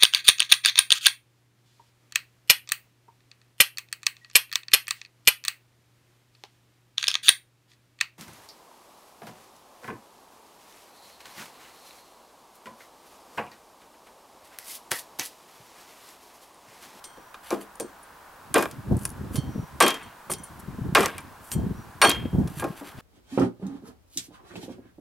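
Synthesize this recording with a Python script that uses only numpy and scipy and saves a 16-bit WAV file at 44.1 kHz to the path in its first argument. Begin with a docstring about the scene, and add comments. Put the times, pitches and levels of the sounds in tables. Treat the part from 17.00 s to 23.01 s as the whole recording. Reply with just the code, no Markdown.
"""Chopping a notch outdoors

A heavy knife chops into a loose beam on a timber stand: cracks and thuds are short noise, the booming,
bouncing beam and the ringing steel are sums of fading tones. Between chops the blade is levered out,
with tears, scrapes and ticks of shaped noise. Wind buffets the microphone over a far road hum, with a
faint whine and dull echoes; the recorder's limiter flattens the chops."""
import sys
import numpy as np
from scipy import signal
from scipy.fft import rfft, irfft, next_fast_len
from scipy.io import wavfile

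SR = 44100
rng = np.random.default_rng(int(sys.argv[2]) if len(sys.argv) > 2 else 0)


def put_to_file(sound):
    """Save the sound as 16-bit audio at rate SR, in the file named by the first command-line argument."""
    columns = np.atleast_2d(sound).T  # one column per channel
    safe = np.clip(columns, -1, 1)
    whole_steps = np.round(safe * 32767)
    wavfile.write(sys.argv[1], SR, whole_steps.astype(np.int16))


N = 265041


def amp(db):
    """Turns dB into a gain."""
    return 10 ** (np.asarray(db) / 20)


def unit(x):
    """Scales a sound to an rms of 1."""
    return x / np.sqrt(np.mean(x ** 2) + 1e-20)


def in_time(rows, outside=None):
    """Reads the columns of a time curve at every sample."""
    s, *columns = np.transpose(rows)
    return [np.interp(np.arange(N) / SR, s, c, left=outside, right=outside) for c in columns]


def at_hz(points, hz):
    """Reads a curve over pitch, with straight lines on a log-frequency axis."""
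    point_hz, values = np.array(points).T
    return np.interp(np.log(hz), np.log(point_hz), values)


def band(x, low_hz, high_hz):
    """Keeps mainly the sound between two frequencies."""
    edges = [low_hz, min(high_hz, .48 * SR)]
    return signal.sosfilt(signal.butter(2, edges, "band", fs=SR, output="sos"), x)


def drift(rate_hz):
    """A smooth random wander around zero with a spread of 1, made at one point per 40 samples."""
    r = np.exp(-80 * np.pi * rate_hz / SR)
    slow = signal.lfilter([1], [1, -2 * r, r * r], rng.standard_normal(N // 40 + 2002))[2000:]
    return np.interp(np.arange(N) / 40, np.arange(len(slow)), unit(slow))


def fading(s, t60, rise):
    """Start sample, time axis and envelope of a sound that rises and falls 60 dB over t60 seconds."""
    start = round(s * SR)
    t = np.arange(min(round(t60 * SR), N - start)) / SR
    return start, t, amp(-60 * t / t60) * (1 - np.exp(-t / rise))


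def add(out, start, x):
    """Mixes x into out from a given sample."""
    out[..., start:start + x.shape[-1]] += x


def coloured(spectrum, likeness):
    """Stereo noise of rms 1 with a given spectrum and left-right likeness."""
    size = next_fast_len(N)
    hz = np.maximum(np.arange(size // 2 + 1) * SR / size, 1)
    mid, side = rfft(rng.standard_normal((2, size))) * amp(at_hz(spectrum, hz))
    alike = np.clip(at_hz(likeness, hz), 0, 1)
    both = np.sqrt(1 + alike) * mid + np.sqrt(1 - alike) * side * [[1], [-1]]
    return unit(irfft(both, size)[:, :N])


def knocks():
    """Each contact gives a bright crack, a dull thud that dies band by band, and the beam's modes."""
    # Chops, bounces and chips. Each row: start in seconds, relative crack level in dB, relative beam
    # level in dB, share of the free ring time, hardness (tilt of thud and beam) in dB per octave.
    contacts = [(0.0416, -19, -61.5, 1, -7.5), (0.171, -34, -39, 0.44, -2), (0.3427, -29, -39.5, 0.68, 5.5),
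                (0.5057, -14, -20.5, 0.87, 0), (0.5204, -19, -27.5, 1.34, -4),
                (0.7993, -11, -34, 0.83, -5.5), (1.5429, 7, -5.5, 0.36, 0.3),
                (1.5553, -25, -5.5, 0.65, -1.5), (1.581, -5.5, -19, 1.2, 0.5), (1.6246, -7, -20, 0.62, 2),
                (1.6558, -17, -16, 0.21, 3.5), (1.7125, -19.5, -54, 0.56, 7),
                (2.0527, -4, -30.5, 0.28, 5.5), (2.3566, -8, -35.5, 0.86, -3), (2.8036, 2.5, -7.5, 1.1, 5),
                (2.8256, 1, -14, 1, -2), (2.8639, -6.5, -20, 1.04, 6), (2.8805, 1.5, -22.5, 0.69, 2),
                (2.9044, -8, -40, 0.66, 16.5), (2.9416, -17, -37.5, 1.34, 5.5),
                (3.2975, -29, -21.5, 0.24, -1), (3.3157, -9, -30.5, 0.52, -3), (3.325, -16, -43, 0.3, 3),
                (3.336, -9.5, -52, 0.54, -8), (3.9497, 5.5, -4.5, 0.78, 5), (3.97, -8, -1.5, 0.3, -0.5),
                (3.982, -7, -17, 0.61, -6), (4.0056, -6, -22.5, 1.3, -0.5), (4.0294, -8, -20.5, 0.94, 5),
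                (4.059, 0, -14, 0.21, 0), (4.0826, -25, -33, 1, 5.5), (4.181, -16, -34.5, 0.58, 9.5),
                (4.5172, -6.5, -37, 0.29, 5), (5.0156, 1, -8, 1.15, 6.5), (5.034, -7, -8.5, 0.73, 1.5),
                (5.0482, 1, -7, 0.42, 6), (5.0751, -15, -29.5, 0.3, -12), (5.094, -1, -30.5, 1.03, -2.5),
                (5.1035, -25, -29, 0.46, 14), (5.115, -5, -31.5, 0.32, 14), (5.146, -34, -41, 0.26, 16.5),
                (5.475, -23, -42, 0.56, 7), (5.5957, -32, -33.5, 1.1, 5.5), (5.6216, -38, -24, 0.81, -3.5),
                (5.6407, -21, -28, 1.23, -1), (5.8086, -46, -40.5, 1, -6.5)]
    # Beam modes, then noise bands of crack and thud.
    # Each row: frequency in Hz, relative level in dB, free time to fall 60 dB in seconds.
    beam_modes = [(202.8, -6, 0.31), (332, -0.5, 0.29), (455.3, -6.5, 0.36), (630.5, 0.5, 0.25),
                  (701, -3.5, 0.33), (807, 2, 0.19), (964, -3, 0.26), (1067, 5, 0.2), (1177, 6, 0.14),
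                  (1630, 0.5, 0.094), (1613, 4, 0.15), (2410, 2, 0.11)]
    crack_bands = [(2450, -5, 0.041), (4550, -9.5, 0.12), (5840, -7.5, 0.12), (9760, 1.5, 0.035)]
    thud_bands = [(177, -22.5, 0.39), (312, -5, 0.29), (453, -2.5, 0.18), (702, -4, 0.13),
                  (1152, -2.5, 0.14), (1840, -11, 0.071), (3280, -11, 0.06)]
    splinter_db, splinters_hz = 3, 58   # each band of a crack or thud comes in lumps
    soft_rise_s, rise_db_per_db = 0.00013, 0.2   # lighter contacts crush fibres and open more slowly

    out = np.zeros(N)
    noise = {}
    for hz, db, t60 in crack_bands + thud_bands:
        lumps = amp(splinter_db * drift(splinters_hz)[:SR])
        noise[hz] = unit(lumps * band(rng.standard_normal(SR), hz / 1.27, hz * 1.27))
    snap = unit(band(band(rng.standard_normal(SR), 3200, 14000), 1600, 12400))
    strength_db = rng.normal(0, 1.14, (len(contacts), len(beam_modes)))
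    phase = rng.uniform(0, 2 * np.pi, strength_db.shape)
    detune = 1 + rng.normal(0, .012, strength_db.shape)   # the loose beam never rests the same way twice
    fresh = rng.integers(SR // 20, SR // 2, len(contacts))   # where each contact reads its noise

    for k, (s, crack_db, beam_db, damping, hardness_db) in enumerate(contacts):
        opening = min(soft_rise_s * amp(-rise_db_per_db * crack_db), .0006)
        start, t, envelope = fading(s, 0.00024 + 3.9 * opening, rise=0.26 * opening)   # the first snap
        add(out, start, amp(crack_db - 5.5) * envelope * snap[fresh[k]:fresh[k] + len(t)])
        damping = np.clip(damping, .1, 1.6)
        # thud and beam start quickly in light contacts and swell in more slowly in heavy ones
        swell_in = np.clip(amp(.6 * (beam_db + 10)), .3, 1)

        for hz, db, t60 in crack_bands:
            start, t, envelope = fading(s, min(t60 * damping, .3), rise=opening)
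            gain = amp(crack_db + db - 22.5)
            add(out, start, gain * envelope * noise[hz][fresh[k]:fresh[k] + len(t)])
        for hz, db, t60 in thud_bands:   # the lower the band, the slower its start
            start, t, envelope = fading(s, min(t60 * damping, .3), rise=4.55 * swell_in / hz)
            gain = amp(beam_db + db - 4.5 + hardness_db * np.log2(hz / 1000))
            add(out, start, gain * envelope * noise[hz][fresh[k]:fresh[k] + len(t)])
        for j, (hz, db, t60) in enumerate(beam_modes):
            start, t, envelope = fading(s, t60 * damping, rise=3.6 * swell_in / hz)
            gain = amp(beam_db + db - 15.0 + hardness_db * np.log2(hz / 1000) + strength_db[k, j])
            tone = np.sin(2 * np.pi * hz * detune[k, j] * t + phase[k, j])
            add(out, start, gain * envelope * tone)
    return out


def blade():
    """Steel modes whose balance depends on where it is struck; in wood they swell as it comes free."""
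    # Blows that ring the blade. Each row: start in seconds, relative ring level in dB, brightness (rise
    # from 3.8 to 9.5 kHz) in dB, two favoured modes in Hz and Hz, share of the free ring time
    # (held to 0.15-1.5), swell time in ms (at least 0.2).
    blows = [(.0414, -54.5, 11.5, 8952, 8450, 1.23, 0.56), (.8, -50.5, 27, 7273, 9030, 0.91, 0.27),
             (1.029, -65, 11, 8952, 10310, 0.59, 2), (1.542, -33, 35, 9400, 10430, 0.12, 0.46),
             (2.0527, -43, 38, 8952, 10310, 0.17, 0.21), (2.3584, -44, 12.5, 3085, 10310, 0.76, 3.7),
             (2.804, -29.5, 12, 8450, 9740, 0.75, 2.6), (2.815, -30, 8, 3205, 5640, 0.57, 10),
             (2.82, -40, -4, 3480, 3480, 0.81, 2), (3.0275, -56.5, 1, 8450, 10310, 0.51, 3.4),
             (3.2985, -44, 4.5, 10310, 8380, 0.82, 2), (3.3155, -46.5, 24, 8952, 8825, 0.48, 0.61),
             (3.3834, -56.5, 11, 6078, 8825, 0.46, .7), (3.433, -57, 19, 10310, 8780, 1, 2.7),
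             (4.038, -41, -1, 8450, 8900, 0.19, .7), (4.519, -42, 19, 8450, 12300, 0.66, 2.6),
             (5.017, -26.5, 12, 5640, 4380, 0.44, 5.2), (5.02, -23, 22, 8952, 8825, 0.63, 34),
             (5.03, -53.5, -20.5, 3205, 3205, 1.1, 11), (5.05, -36, 3, 6078, 4380, 1, 4.2)]
    # Blade modes. Each row: frequency in Hz, relative level in dB, free time to fall 60 dB in seconds.
    blade_modes = [(2150, 0, 0.28), (3085, -2, 0.5), (3205, 1.5, 0.57), (3450, -2, 0.17), (4380, 0.5, 0.4),
                   (5640, -5.5, 0.29), (6078, -4.5, 0.34), (7160, -1, 0.1), (7150, -7.5, 0.31),
                   (8450, -2.5, 0.19), (8860, 0.5, 0.13), (8952, -10.5, 0.24), (9210, 6.5, 0.073),
                   (10330, 3, 0.082), (12300, -7, 0.12)]
    # Wood or hand touches the ringing blade. Each row: time in seconds, loss of the upper modes in dB,
    # loss of the lower modes in dB (a negative loss is a gain).
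    touches = [(2.866, 15, -3), (2.966, 6, 11), (5.092, 13, -2), (5.135, 1, 5), (5.2, 5, 6)]
    upper_hz = 3300   # upper modes lie above this
    # Favoured modes that start flat after a hard blow and glide up.
    # Each row: frequency in Hz, starting flatness as a share of the pitch.
    bends = [(3480, .085), (6078, .035)]
    bend_s, bend_above_db = .012, -50   # glide time, and the ring level a blow must exceed

    out = np.zeros(N)
    strength_db = rng.normal(0, 2, (len(blows), len(blade_modes)))
    waver = 1 + .002 * drift(40)   # the grip bends the pitch a little
    for k, (s, ring_db, bright_db, first_hz, second_hz, free, swell_ms) in enumerate(blows):
        tilt = [(3800, ring_db - bright_db / 2), (9500, ring_db + bright_db / 2)]
        for j, (hz, db, t60) in enumerate(blade_modes):
            distance = np.log(hz / np.array([first_hz, second_hz]))
            near = np.exp(-(distance / .012) ** 2).sum()   # large for a favoured mode, else about 0
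            start, t, envelope = fading(s, t60 * np.clip(free, .15, 1.5), rise=max(swell_ms, .2) / 1000)
            for touch_s, upper_db, lower_db in touches:
                if touch_s > s:
                    loss_db = upper_db if hz > upper_hz else lower_db
                    envelope = envelope * amp(-loss_db * np.clip((s + t - touch_s) / 0.014, 0, 1))
            bend = sum(share for bend_hz, share in bends if abs(np.log(hz / bend_hz)) < .02)
            flat = bend * (ring_db > bend_above_db and near > .5) * np.exp(-(t / bend_s) ** 2)
            gain = amp(db + at_hz(tilt, hz) + 10.4 * near + strength_db[k, j])
            angle = 2 * np.pi * hz / SR * np.cumsum(waver[start:start + len(t)] - flat)
            add(out, start, gain * envelope * np.sin(angle))
    return out


def strokes():
    """Loudness curves of tears and of scrapes, as rows of (seconds, grit dB, dull dB)."""
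    # When fibres start tearing after each chop, in seconds.
    tear_starts = [1.553, 2.8036, 3.9497, 5.0156]
    # The tears. Each row: length in seconds, bright grit level in dB, dull rub level in dB,
    # opening burst above the dull level in dB.
    tear_rows = [(0.074, -42, -39, 21), (0.087, -40.5, -27.5, 10), (0.11, -42, -30.5, 16),
                 (0.078, -40.5, -27.5, 13.5)]
    # Blade or beam dragged over wood. Each row: start in seconds, length in seconds,
    # bright grit level in dB, dull rub level in dB, both before the pressure is added.
    scrape_rows = [(0.424, 0.19, -53.5, -51), (0.597, 0.059, -54, -56), (1.966, 0.15, -52, -62),
                   (2.311, 0.086, -50.5, -57), (3.296, 0.044, -37, -64), (3.587, 0.029, -50.5, -68),
                   (4.416, 0.13, -55, -68), (4.505, 0.054, -41, -49), (5.473, 0.11, -58, -59),
                   (5.551, 0.096, -46, -48), (5.632, 0.15, -62, -57.5), (5.749, 0.087, -56, -54),
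                   (5.828, 0.11, -56, -51), (5.96, 0.08, -69, -56)]
    # Pressure along a scrape. Each row: share of its length, added level in dB.
    pressure = [(0, -11), (.25, 1.5), (0.601, 3), (.75, -5.5), (0.999, -14)]
    burst_s, grit_burst_share = 0.051, 0.46   # the burst dies down to the level, which holds to the end
    let_go_s, let_go_db = 0.04, 12   # then the wood lets go
    tail_s, grit_tail_db, dull_tail_db = 0.21, 34, 22   # and a few fibres trail on

    tears = []
    for s, (length, grit_db, dull_db, burst_db) in zip(tear_starts, tear_rows):
        end = s + length
        loose = end + let_go_s
        loose_grit_db, loose_dull_db = grit_db - let_go_db, dull_db - let_go_db
        tears.append([(s, grit_db + grit_burst_share * burst_db, dull_db + burst_db),
                      (s + burst_s, grit_db, dull_db),
                      (end, grit_db, dull_db),
                      (loose, loose_grit_db, loose_dull_db),
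                      (loose + tail_s, loose_grit_db - grit_tail_db, loose_dull_db - dull_tail_db)])
    scrapes = [[(s + share * length, grit_db + db, dull_db + db) for share, db in pressure]
               for s, length, grit_db, dull_db in scrape_rows]
    return tears, scrapes


def rubbing():
    """Dense uneven clicks of fibres catching on an edge, heard bright and dull."""
    # Colour of the bright grit. Each row: frequency in Hz, relative level in dB.
    grit_colour = [(4000, 0), (6000, 5), (9000, 12), (11500, 14), (16000, -30)]

    sizes = amp(2.5 * np.minimum(rng.exponential(1, N), 5)) * rng.choice([-1, 1], N)
    catches = rng.random(N) < 900 * amp(7 * drift(60)) / SR   # typically 900 a second, in flurries
    clicks = sizes * catches + 0.23 * rng.standard_normal(N)
    colour_hz, colour_db = np.array(grit_colour).T
    colour = signal.firwin2(65, [0, *colour_hz, SR / 2], [0, *amp(colour_db), 0], fs=SR)
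    grit = unit(signal.lfilter(colour, 1, clicks))
    split = unit(band(band(clicks, 720, 2780), 750, 4200))
    drag = unit(band(clicks, 750, 3760))

    out = np.zeros(N)
    tears, scrapes = strokes()
    # gains are smoothed over some samples: drags start more softly than tears
    for curves, dull, soft in (tears, split, 40), (scrapes, drag, 200):
        for curve in curves:
            gains = amp(in_time(curve, outside=-200))
            grit_gain, dull_gain = signal.lfilter(np.full(soft, 1 / soft), 1, gains)
            out += grit_gain * grit + dull_gain * dull
    return out


def ticks():
    """The edge skips over the grain: a thin bright click and narrow bands of noise for the steel."""
    # Skips as the blade is levered out. Each row: time in seconds, relative level in dB.
    skips = [(0.621, -45), (0.755, -40), (1.968, -35), (1.9905, -37), (2.015, -44), (2.022, -40),
             (2.0335, -38), (2.0745, -43), (2.092, -37), (2.102, -34.5), (2.117, -44), (3.3255, -26),
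             (3.3376, -31), (3.349, -40), (4.194, -52), (4.205, -46), (5.074, -26), (5.104, -29),
             (5.478, -40), (5.598, -30)]

    out = np.zeros(N)
    click = unit(band(rng.standard_normal(N), 6600, 12400))
    steel = unit(unit(band(click, 9200, 9300)) + unit(band(click, 10000, 11100)))
    for s, db in skips:
        for sound, t60, share_db in (click, .012, 0), (steel, .05, -8):
            start, t, envelope = fading(s, t60, rise=.0002)
            add(out, start, amp(db + share_db) * envelope * sound[start:start + len(t)])
    return out


def swells():
    """A faint pure tone that comes and goes in rounded arches."""
    # A thin tone while the knife is in the air.
    # Each row: start in seconds, length in seconds, peak level in dB.
    arches = [(0.103, 0.25, -67.5), (2.444, 0.26, -61), (4.742, .11, -62.5)]
    tone_hz = 5780

    out = np.zeros(N)
    for s, length, db in arches:
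        t = np.arange(round(length * SR)) / SR
        arch = np.sqrt(np.sin(np.pi * t / length))
        add(out, round(s * SR), amp(db) * arch * np.sin(2 * np.pi * tone_hz * t))
    return out


def yard(x):
    """Scattered dull echoes from walls, steps and ground, as fading noise unlike on each side."""
    level_db, t60_s = -15.5, 0.13
    t = np.arange(round(.5 * SR)) / SR
    white = rng.standard_normal((2, len(t)))
    dull_white = band(white, 94, 13600) + 1.12 * band(white, 122, 600)
    scatter = dull_white * amp(-60 * t / t60_s) * (1 - np.exp(-t / 0.00038))
    scatter = scatter / np.sqrt(np.sum(scatter ** 2) / 2)   # mean energy of 1 per side
    return amp(level_db) * signal.fftconvolve(x[None], scatter, axes=1)[:, :N]


def wind():
    """Lumpy low noise, and eddies that push the diaphragm for a few cycles."""
    # Buffeting. Each row: time in seconds, relative level in dB.
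    buffeting = [(1.38, -70), (1.52, -45), (1.84, -47), (1.92, -19), (2.0, -39), (2.33, -36), (2.63, -33),
                 (2.67, -64), (2.76, -44), (3.0, -68), (3.07, -47.5), (3.13, -77), (3.24, -82),
                 (3.29, -40.5), (3.46, -51), (3.7, -42), (3.85, -31.5), (4.05, -42.5), (4.49, -57.5),
                 (4.58, -24), (4.68, -33), (4.9, -50.5), (5.18, -38), (5.26, -33.5), (5.3, -41),
                 (5.38, -20.5), (5.5, -38), (5.68, -42), (5.9, -59), (5.99, -39.5)]
    # Single gust thumps on the microphone ports.
    # Each row: start in seconds, relative level in dB, frequency in Hz.
    thumps = [(1.783, -20.5, 128), (1.912, -3.5, 238), (1.963, -11, 217), (2.21, -14, 174),
              (2.112, -26, 203), (2.346, -13, 230), (2.381, -5.5, 135), (2.558, -13, 222),
              (2.591, -11.5, 125), (3.681, -16.5, 167), (3.785, -15.5, 204), (3.814, -13, 129),
              (3.889, -13, 179), (3.922, -14, 168), (4.561, -6.5, 163.5), (4.57, -16, 123),
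              (4.663, -10.5, 185), (4.706, -10.5, 185), (5.254, -9, 245), (5.57, -18, 151),
              (5.702, -17.5, 173), (5.33, -8, 187), (5.346, -5.5, 181), (5.384, -16, 240),
              (5.451, -10, 161)]
    # Colour of the gusts. Each row: frequency in Hz, relative level in dB.
    gust_colour = [(20, -41), (65, 4.5), (110, 3.5), (190, 2), (330, -5.5), (560, -19.5), (900, -22.5),
                   (1500, -55)]
    # Each row: frequency in Hz, left-right likeness from 0 to 1.
    gust_likeness = [(30, 1), (300, 0.53)]
    lump_top = 0.89   # cap on the main lumps, in spreads above the mean
    thump_edge = 0.27   # share of the octave that steepens a thump

    side_lumps = np.array([drift(55.0), drift(60)])   # a little different on each side
    lumps = amp(5.15 * np.minimum(drift(30.7), lump_top) + 0.23 * side_lumps)
    level = amp(in_time(buffeting, outside=-94)[0] + 0.5)
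    out = level * unit(lumps * coloured(gust_colour, gust_likeness))
    lean_db = rng.normal(0, 4.5, len(thumps))   # each eddy hits one port harder
    for (s, db, hz), lean in zip(thumps, lean_db):
        start, t, envelope = fading(s, 5.7 / hz, rise=1.0 / hz)
        gain = amp(db + 3.0 + lean * np.array([[.5], [-.5]]))
        angle = 2 * np.pi * hz * t
        add(out, start, gain * envelope * (np.sin(angle) + thump_edge * np.sin(2 * angle)))
    return out


def far_road():
    """Far traffic as a steady coloured noise whose level wanders slightly."""
    # Each row: time in seconds, relative level in dB.
    traffic = [(0.0, -54), (2.19, -51.5), (6.01, -52.5)]
    # Colour of the hum. Each row: frequency in Hz, relative level in dB.
    far_colour = [(25, -7), (60, -2.5), (110, -7.5), (200, -6), (400, -5.5), (630, -2), (1000, 3.5),
                  (1300, -1), (1600, -1.5), (2000, -10), (3200, -15), (6300, -19.5), (12000, -19.5),
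                  (16500, -22.5)]
    # Each row: frequency in Hz, left-right likeness from 0 to 1.
    far_likeness = [(60, 1), (180, 0.89), (550, 0.89), (1650, 0.74), (4970, 0.6), (15000, 0.91)]
    level = amp(in_time(traffic)[0] + 3.0 + 0.038 * drift(21))
    return level * coloured(far_colour, far_likeness)


def whine():
    """A faint steady electronic tone, a plain sine near the top of hearing."""
    whine_hz, whine_db = 15735, -74
    return amp(whine_db) * np.sin(2 * np.pi * whine_hz * np.arange(N) / SR)


def scene():
    """Work near the middle, with echoes, wind and the far hum around it."""
    # the ring wavers as the blade turns and the grip shifts
    ringing = blade() * amp(2.0 * drift(89))
    work = knocks() + ringing + rubbing() + ticks() + swells()
    placed = work * amp([[.25], [-.25]])   # a touch louder on the left
    return placed + yard(work) + wind() + far_road() + whine()


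def record(dry):
    """A limiter holds the peaks down and recovers fast, soft clipping rounds them; the top is cut."""
    threshold_db, recovery_db_s = -3.5, 253.5   # recovery is the fall of the held excess
    cutoff_hz = 16100   # 50 dB down from here up
    over = np.maximum(20 * np.log10(np.abs(dry).max(axis=0) + 1e-9) - threshold_db, 0)
    ramp = recovery_db_s * np.arange(N) / SR
    held = np.maximum.accumulate(over + ramp) - ramp
    ahead = np.append(held[40:], np.zeros(40))   # it looks about a millisecond ahead
    held = signal.lfilter([.03], [1, -.97], ahead)
    limited = np.tanh(dry * amp(-.7 * held))   # takes away 70 % of the smoothed excess dB
    return signal.sosfilt(signal.cheby2(24, 50, cutoff_hz, fs=SR, output="sos"), limited)


dry = scene()
out = record(dry)
put_to_file(out)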